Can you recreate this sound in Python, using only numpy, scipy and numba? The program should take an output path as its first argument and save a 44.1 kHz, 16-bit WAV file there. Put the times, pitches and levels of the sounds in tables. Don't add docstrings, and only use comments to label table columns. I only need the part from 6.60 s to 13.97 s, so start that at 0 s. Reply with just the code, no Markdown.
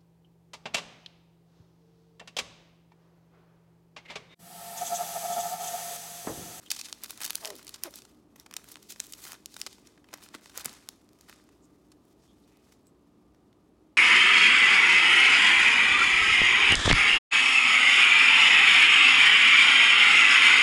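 import sys
import numpy as np
from scipy import signal
from scipy.fft import rfft, irfft
from scipy.io import wavfile
from scipy.ndimage import uniform_filter1d
from numba import njit

SR = 44100
rng = np.random.default_rng(int(sys.argv[2]) if len(sys.argv) > 2 else 0)


def digitize_waveform(pressure):
    field = np.atleast_2d(pressure).T
    bounded = np.clip(field, -1, 1)
    quanta = np.round(bounded * 32767).astype(np.int16)
    wavfile.write(sys.argv[1], SR, quanta)


N = 325012


def undb(db):
    return 10 ** (np.asarray(db) / 20)


def level(x, db):
    return x * undb(db) / np.sqrt(np.mean(x ** 2))


@njit
def svf(x, hz, width):
    y = np.empty(len(x))
    band_state, low_state = 0., 0.
    for i in range(len(x)):
        g = np.tan(np.pi * hz[i] / SR)
        damping = width[i] / hz[i]
        v = (band_state + g * (x[i] - low_state)) / (1 + g * (g + damping))
        band_state = 2 * v - band_state
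        low_state += 2 * g * v
        y[i] = damping * v
    return y


def band(x, hz, width):
    one = np.ones(len(x))
    return svf(x, hz * one, width * one)


def band_twice(x, hz, width):
    return band(band(x, hz, width), hz, width)


def curve(table):
    s, *columns = np.transpose(table)
    return [np.interp(np.arange(N) / SR, s, c) for c in columns]


def walk(rate):
    k = int(SR / rate)
    steps = np.repeat(rng.standard_normal(N // k + 1), k)
    return uniform_filter1d(steps, k)[:N]


def parts(crackle, mid_hz):
    low = band_twice(crackle[0], 1250, 2400)
    mid = band_twice(crackle[1], mid_hz, 1.7 * mid_hz)
    high = band_twice(crackle[2], 10500, 26000)
    return low, mid, high


def air():
    # (frequency [Hz], relative level per Hz [dB])
    air_colour = [(15, -53.5), (25, -16.5), (48, -8), (153, -6), (236, -2.5), (270, -4.5), (301, -0.5),
                  (335, -5), (373, -3.5), (516, -14), (560, -13), (1230, -22), (1560, -30.5), (3430, -34.5),
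                  (16000, -50.5)]
    # (frequency [Hz], width [Hz], level [dB])
    drones = [(59.6, 6.4, -76), (181.3, 25, -78.5), (299, 41, -70.5)]
    # (frequency [Hz], level [dB])
    whines = [(1184, -87.5), (1243, -86), (9600, -104), (10750, -103)]
    air_db = -62
    hz = np.maximum(np.arange(N // 2 + 1) * SR / N, 1)
    colour_hz, colour_db = np.array(air_colour).T
    colour = undb(np.interp(np.log(hz), np.log(colour_hz), colour_db))
    out = level(irfft(rfft(rng.standard_normal(N)) * colour, N), air_db)
    for f, width, db in drones:
        out = out + level(band_twice(rng.standard_normal(N), f, width), db)
    for f, db in whines:
        out = out + level(band(rng.standard_normal(N), f, 2.1), db)
    return out


def handling():
    # (time [s], level [dB])
    touch = [(0, -71), (.28, -59.5), (.41, -68), (.8, -61.5), (1.0, -69.5), (1.47, -71), (1.66, -83),
             (1.9, -82.5), (2.2, -77.5), (2.8, -77.5), (3.2, -74.5), (3.4, -82), (3.7, -74), (4.5, -80.5),
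             (5.14, -81), (5.5, -80.5), (6.38, -85), (7.37, -88)]
    # (peak time [s], level [dB], rise [s], fall [s], low part [dB], high part [dB]), parts against the level
    grips = [(.068, -61.5, .15, .05, -3, -4), (.116, -43, 0.0058, .13, -21, -18),
             (.255, -47.5, .035, .03, -28, -16.5), (.435, -54.5, 0.0297, 0.062, -2, -8),
             (.505, -56, .06, .13, -14, -0.5), (.617, -56.5, 0.013, .1, -2, 4),
             (0.65, -46.5, .08, .08, -4, -9), (.758, -56.5, .1, 0.19, -12, 0),
             (.862, -52.5, 0.1496, 0.22, -3, -0.5), (1.083, -65, .25, 0.069, -1, -4),
             (1.147, -60.5, .05, .06, -4, -14.5), (1.26, -51, 0.05, 0.029, 4, -3),
             (1.371, -55.5, 0.07, .055, -10, -4), (1.802, -65, .04, .05, 0.5, -4),
             (1.974, -68.5, 0.09, 0.25, 4.5, 1.5), (2.116, -60, .11, .08, -8, -1),
             (2.233, -65, .07, 0.082, -5, -6.5), (2.313, -48, 0.034, .035, -22, -3),
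             (2.407, -60, .16, 0.29, -8, -3.5), (2.528, -63.5, 0.198, 0.44, -12, 1.5),
             (2.665, -54.5, .14, 0.16, -5.5, 4), (2.733, -59.5, 0.17, 0.04, 6, -7),
             (2.936, -57.5, .06, 0.34, -23, -9), (3.011, -55.5, 0.067, .036, -1, 1),
             (3.123, -56, 0.042, .04, -15, -34), (3.279, -68, 0.097, 0.154, 1.5, -21),
             (3.54, -64.5, .05, 0.69, 5, -10.5), (3.65, -54, 0.043, 0.036, -9, -1.5),
             (3.749, -58.5, 0.02, .07, 2, -9.5), (3.849, -58.5, 0.033, .11, -6, -8),
             (3.985, -51, 0.051, 0.12, -1.5, -4), (4.057, -52, 0.018, .22, 1, -10),
             (4.302, -71, .13, 0.24, -1.5, -3.5), (4.602, -73.5, .13, .4, -7, -8),
             (4.699, -61.5, .05, .23, -0.5, -13), (5.498, -78, .1, .1, -2, 0),
             (5.641, -71, .06, .2, -8, -17), (5.843, -76, .2, .5, -7, -4.5), (6.124, -71, .17, .07, -3, -7)]
    fade_speed = np.array([
        [1],
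        [1.0],
        [2.3],
    ])
    touch_low_db, touch_high_db = -2, -3
    longest_hold_s = 0.01166
    t = np.arange(N) / SR
    power = undb(2 * (curve(touch)[0] + np.array([[touch_low_db], [0], [touch_high_db]])))
    for s, db, rise, fall, low_db, high_db in grips:
        hold = min(longest_hold_s, rise / 4, fall / 4)
        near = slice(max(int((s - 2 * rise) * SR), 0), int((s + 2 * fall) * SR))
        before = (s - hold - t[near]) / rise
        after = (t[near] - s - hold) / fall * fade_speed
        swell_db = db - 20 * np.maximum(np.maximum(before, after), 0)
        power[:, near] += undb(2 * (swell_db + np.array([[low_db], [0], [high_db]])))
    return 10 * np.log10(power)


def rustle(low_db, db, high_db):
    cracks_per_s = np.array([[250], [600]])
    chance, size = rng.random((2, 2, N))
    cracks = (chance < cracks_per_s / SR) * undb(np.minimum(-9 * np.log(1 - size), 22))
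    power = signal.lfilter([1], [1, -np.exp(-1 / (0.00088 * SR))], cracks)
    share = np.array([[.8], [.45]]) * np.clip((db + 90.5) / 22, .05, 1)
    mix = share * power / power.mean(axis=1, keepdims=True) + 1 - share
    shape = np.sqrt(mix) * undb(2.5 * walk(90))
    low, mid, high = parts(shape[[0, 1, 1]] * rng.standard_normal((3, N)), 4900)
    return level(low, 0) * undb(low_db) + level(mid, 0) * undb(db) + level(high, 0) * undb(high_db)


def ticks(db):
    ticks_per_s = 16
    over_db, spread_db = -5, 2.5
    colour_db, tick_ms = 22, 0.91
    s, size, colour, length = rng.random((ticks_per_s * N // SR, 4)).T
    s = .02 + 7.2 * s
    tick_db = db[(s * SR).astype(int)] + over_db - spread_db * np.log(1 - size)
    low_db = 3.5 - colour_db * colour
    high_db = colour_db * colour - 15.5
    return list(zip(s, tick_db, low_db, high_db, tick_ms * (.3 + length)))


def snaps(table):
    snap_hz, octaves_per_low_db = 5000, 0.0017
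    out = np.zeros(N + 2048)
    t = (np.arange(2048) - 512) / SR
    first = (t >= 0) & (t < .005)
    for s, db, low_db, high_db, ms in table:
        hz = min(snap_hz * 2 ** (octaves_per_low_db * low_db), 6100)
        fade_in = undb(-9) * np.exp(np.minimum(t, 0) * 1000 / max(0.25 * ms, .15))
        body = np.exp(-np.abs(t * 1000 / max(1.1 * ms, .15)) ** 1.5)
        click = 0.71 / max(ms, .3) * np.exp(-t / .00012)
        shape = np.where(t < 0, fade_in, body + click)
        rows = parts(shape * rng.standard_normal((3, 2048)), hz)
        start = int(s * SR) - 512
        for x, part_db in zip(rows, (low_db, 0, high_db)):
            out[start:start + 2048] += undb(db + part_db) * x / np.std(x[first])
    return out[:N]


def slides():
    # (time of peak [s], level [dB], centre [Hz], width [Hz], length [s])
    slide_table = [(5.04, -69.5, 7100, 2500, 0.052), (5.639, -74.5, 5380, 2490, 0.057),
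                   (5.705, -72.5, 3360, 405, 0.081), (5.842, -72, 4000, 1500, 0.026),
                   (5.948, -76, 2310, 1200, 0.3), (6.276, -70.5, 7970, 1470, .05),
                   (.07, -52, 3130, 500, 0.026)]
    out = np.zeros(N)
    t = np.arange(8820) / SR - .1
    for s, db, hz, width, length in slide_table:
        rub = band_twice(rng.standard_normal(len(t)), hz, width)
        swell = level(rub, db) * np.exp(-(3 * t / length) ** 2)
        begin = int((s - .1) * SR)
        start = max(begin, 0)
        out[start:begin + len(t)] += swell[start - begin:]
    return out


def bumps():
    # (time [s], peak level [dB], pitch [Hz], 60 dB decay of the push [s])
    bump_table = [(.652, -48.5, 295.3, 0.05), (3.065, -41.5, 300, 0.027), (3.536, -48, 300, 0.041),
                  (3.748, -37.5, 279, 0.048), (3.973, -42, 451, 0.025), (4.059, -40, 185.6, 0.063),
                  (4.094, -46, 350, 0.059)]
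    out, t = np.zeros(N), np.arange(4096) / SR
    for s, db, hz, t60 in bump_table:
        push = rng.standard_normal(4096) * np.exp(-t * np.log(1000) / t60)
        knock = band_twice(push, hz, 1.2 * hz)
        start = int(s * SR)
        out[start:start + 4096] += undb(db) * knock / np.abs(knock).max()
    return out


def peel(table):
    rate_hz, flap_hz, db = curve(table)
    phase = np.cumsum(rate_hz * (1 + 0.073 * walk(200)) / SR)
    slips = np.diff(np.floor(phase), prepend=0) * undb(2.7 * walk(300))
    flap = band(band(slips, flap_hz, 0.59 * flap_hz), flap_hz, .7 * flap_hz)
    ring = flap + 0.1 * band(slips, 860, 299.4)
    t = np.arange(N) / SR
    return level(ring, 0) * undb(db) * (t > table[0][0]) * (t < table[-1][0])


def room(x):
    t = np.arange(SR // 2) / SR
    echo = 0
    near = (6160, 20000, 0.01, -16.5, 0.0015)
    walls = (2500, 11000, 0.5, -22, .006)
    walls_treble = (9000, 15000, 0.29, -28, .006)
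    for hz, width, t60, db, late in (near, walls, walls_treble):
        tail = band(rng.standard_normal(len(t)), hz, width) * np.exp(-t * np.log(1000) / t60) * (t > late)
        echo = echo + undb(db) * tail / np.linalg.norm(tail)
    return x + signal.fftconvolve(x, echo)[:N]


def scene():
    # (time [s], level [dB], low part [dB], high part [dB], nominal length [ms])
    crease_table = [(.1044, -29, -22.5, -10, 4.3), (.1146, -25, -24.5, -6, 3.6), (.149, -44.5, -16, -7, 3),
                    (.1633, -39, -13.5, -15, 5), (0.1904, -37.5, -14, -20, 9.7),
                    (.213, -35, -15.5, -18, 1.5), (0.2463, -45.5, -17, -19, 4),
                    (0.256, -42.5, -13.5, -22, 6.2), (.2852, -48, -6.5, -14, 5), (.2961, -50, -15, -13, 3),
                    (.3276, -39.5, -1, -1, 0.19), (.436, -43.5, -13, 8.5, 3.1),
                    (0.4424, -40.5, -6, -2, 3.1), (.4597, -48, -3, -8, 2.4), (.4963, -44, -6.5, -23, 7.2),
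                    (0.5062, -39, -9, 1, 2), (.5753, -48.5, -12.5, -6, 1.1), (0.6045, -45, 1, -2, 2.9),
                    (0.6148, -41, -1, 3.5, 8.9), (.626, -48.5, -10.5, -3, 3), (0.634, -36, -28, -8, 2.1),
                    (0.6438, -38.5, -3, 4, 4.4), (.6495, -34, -20.5, 1.5, 3.9), (.6622, -41, -26, 6.5, 1.8),
                    (.6776, -43.5, -14, -4, 1.5), (0.6972, -39, -7.5, -16, 6.3),
                    (0.7058, -29.5, -13, -1.5, 0.4), (.7313, -45.5, -21, -4, 1.2),
                    (0.7496, -48.5, 3.5, 3, 2.6), (0.7545, -31, -20, 2, 1.1), (.8093, -54, -9, 0, 6.1),
                    (.8418, -54, -12, -5, 3.2), (.8487, -33.5, -29, -30, .61), (0.8556, -33, -35, -9, 0.89),
                    (0.8735, -40.5, -7, -5, 4.3), (.903, -41.5, -1, -4, 2.7), (.954, -53, -11.5, 3, 1.2),
                    (.9639, -54.5, -27.5, 3, 1.2), (.9839, -57.5, -13, 3, 2.2), (.9932, -60, 6, 1, 1.5),
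                    (1.028, -56.5, -5, 1, 3), (1.047, -67, -12, 14, 2.5), (1.0683, -46.5, -12.5, -10, 1.6),
                    (1.078, -43, -16, -24, 4.4), (1.093, -45, -18, 1, 0.64), (1.141, -39, -16, -25, 5.9),
                    (1.1593, -51.5, -6.5, -10, 1.9), (1.2364, -32.5, -13.5, 3.5, 0.5),
                    (1.308, -63, -15, 7, 1.3), (1.3389, -47, -7.5, -23, 4.2),
                    (1.3577, -53.5, -20, 10, 0.72), (1.387, -48, -10, -22, 2.1),
                    (1.42, -50.5, -7, -21, 1.5), (1.451, -53, -4.5, -25, 3.5), (1.7593, -61.5, 5, 4.5, 5.3),
                    (1.7986, -49, -15, -2, 1.1), (1.8619, -52.5, 3, -13, 4), (1.9114, -50.5, -1.5, -9, 1.8),
                    (1.927, -58.5, 3.5, -10, 1.1), (1.9389, -42.5, -6, -8, 1.8),
                    (1.9662, -32, -13, -8, 2.3), (2.0422, -64.5, 8.5, 11, 1.4), (2.087, -54, -20, 2, 3),
                    (2.117, -51, -23.5, 6.5, 5.3), (2.142, -54, -28, -16, 1.8),
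                    (2.157, -47.5, -2.5, -28, 0.48), (2.1688, -56.5, 3.5, -9, 2.7),
                    (2.227, -53.5, -27, -4, 2.9), (2.322, -43.5, -20, -4, 2.9),
                    (2.36, -55.5, 1.5, -20, 3.1), (2.397, -46, -14, -11, 3.7), (2.4019, -28.5, -18, -18, 1),
                    (2.4396, -53.5, -18, 0, 3.1), (2.458, -60, -17, 4, 2.8), (2.4675, -56, -19, 5, 2),
                    (2.5233, -49, -29, 7.5, 2.7), (2.5352, -38.5, -26, -23, 2.5), (2.64, -50, -16, -7, 2.7),
                    (2.652, -45, -3.5, -19, 2.5), (2.673, -51, 0, -6, 2.5), (2.666, -54, 4, -10, 3.7),
                    (2.7, -59.5, 7, -15, 4), (2.7198, -44.5, -3, 1, 0.68), (2.7315, -55.5, 5.5, 8, 0.99),
                    (2.742, -54, 3, -12, 4.8), (2.752, -65, 6, -18, 1.8), (2.859, -39.5, -40, -5, 0.68),
                    (2.9418, -47.5, -9, -9, 2.7), (2.9656, -41, -4.5, -11, 2.4),
                    (3.0154, -30.5, -25, -33, 0.76), (3.0645, -35.5, -9.5, -30, 3),
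                    (3.069, -42.5, 0, -23, 4.1), (3.1289, -53, -12, -5, 0.93), (3.1825, -65.5, 6, -33, 3.4),
                    (3.271, -52, -18, -32, 3.6), (3.3762, -70.5, 12, -20, 4.5),
                    (3.4427, -68, 9.5, -15, 3.3), (3.4873, -69, 12, -2, 4.2), (3.53, -54, 9, -14, 3.7),
                    (3.538, -39.5, -1, -7, 4.2), (3.688, -53, -8.5, -17, 1.4), (3.7421, -54, 11, -13, 5.8),
                    (3.7481, -46, 4, -26, 3.3), (3.8585, -52, 2, -12, 1.9), (3.896, -53.5, -3, -16, 5),
                    (3.9577, -54, 4.5, -13, 2.9), (3.976, -39.5, -14.5, 6, 1.4),
                    (3.996, -46, -17.5, -2, 2.2), (4.0078, -46, -4, -2, 6.5), (4.046, -47.5, -6, 8, 3.6),
                    (4.0531, -41.5, 2.5, -24, 7.5), (4.0576, -33.5, -7.5, 3.5, 1.1),
                    (4.0942, -46.5, -18, -23, 1.4), (4.1372, -53, -9, -22, 2.6),
                    (4.2887, -37, -8.5, -7, 0.41), (4.49, -61.5, -5, -25, 1.3), (4.5321, -65, -16, -5, 1.2),
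                    (4.5882, -65, -5, -11, 2.2), (4.61, -56, -9, -2, 1.8), (4.6854, -61, 6, -3, 8),
                    (4.6962, -54.5, 5, 0, 1.3), (4.7274, -61.5, 10, -3, 1.3), (4.8901, -66, 5.5, -21, 2.1),
                    (5.318, -57, -6, -25, 5.5), (5.452, -81, -8, 10, 1.5), (5.8769, -73, 1, -2, 1.8),
                    (5.971, -71.5, 4, 4, 2.2), (6.122, -61.5, -0.5, -6, 6), (6.269, -68, -14.5, 1.5, 2.1),
                    (6.7465, -71.5, 1.5, -18.5, 2.7), (6.9284, -70.5, 2.5, -15, 2)]
    # (time [s], slips per second [Hz], flap resonance [Hz], level [dB])
    peel_tables = [
        [(.8, 215, 760, -74), (.835, 216.8, 690, -54), (.86, 210.8, 660, -51), (.89, 206.1, 512, -49),
         (.925, 198, 456, -49), (.95, 150, 360, -53), (.975, 125, 290, -55), (1.0, 117, 260, -61)],
        [(1.244, 327, 382, -62), (1.255, 334, 415, -43), (1.275, 318, 486, -44), (1.288, 303, 560, -52.5),
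         (1.3, 305, 560, -61)],
    ]
    low_db, db, high_db = handling()
    hands = rustle(low_db, db, high_db)
    hands = hands + snaps(crease_table + ticks(db))
    hands = hands + slides() + bumps()
    for table in peel_tables:
        hands = hands + peel(table)
    return (room(hands) + air())[None, :]


def record(dry):
    bass_hz, top_hz = 36, 16300
    thin = signal.sosfilt(signal.butter(2, bass_hz, "high", fs=SR, output="sos"), dry)
    return signal.sosfilt(signal.ellip(10, .2, 70, top_hz, fs=SR, output="sos"), thin)


dry = scene()
out = record(dry)
digitize_waveform(out)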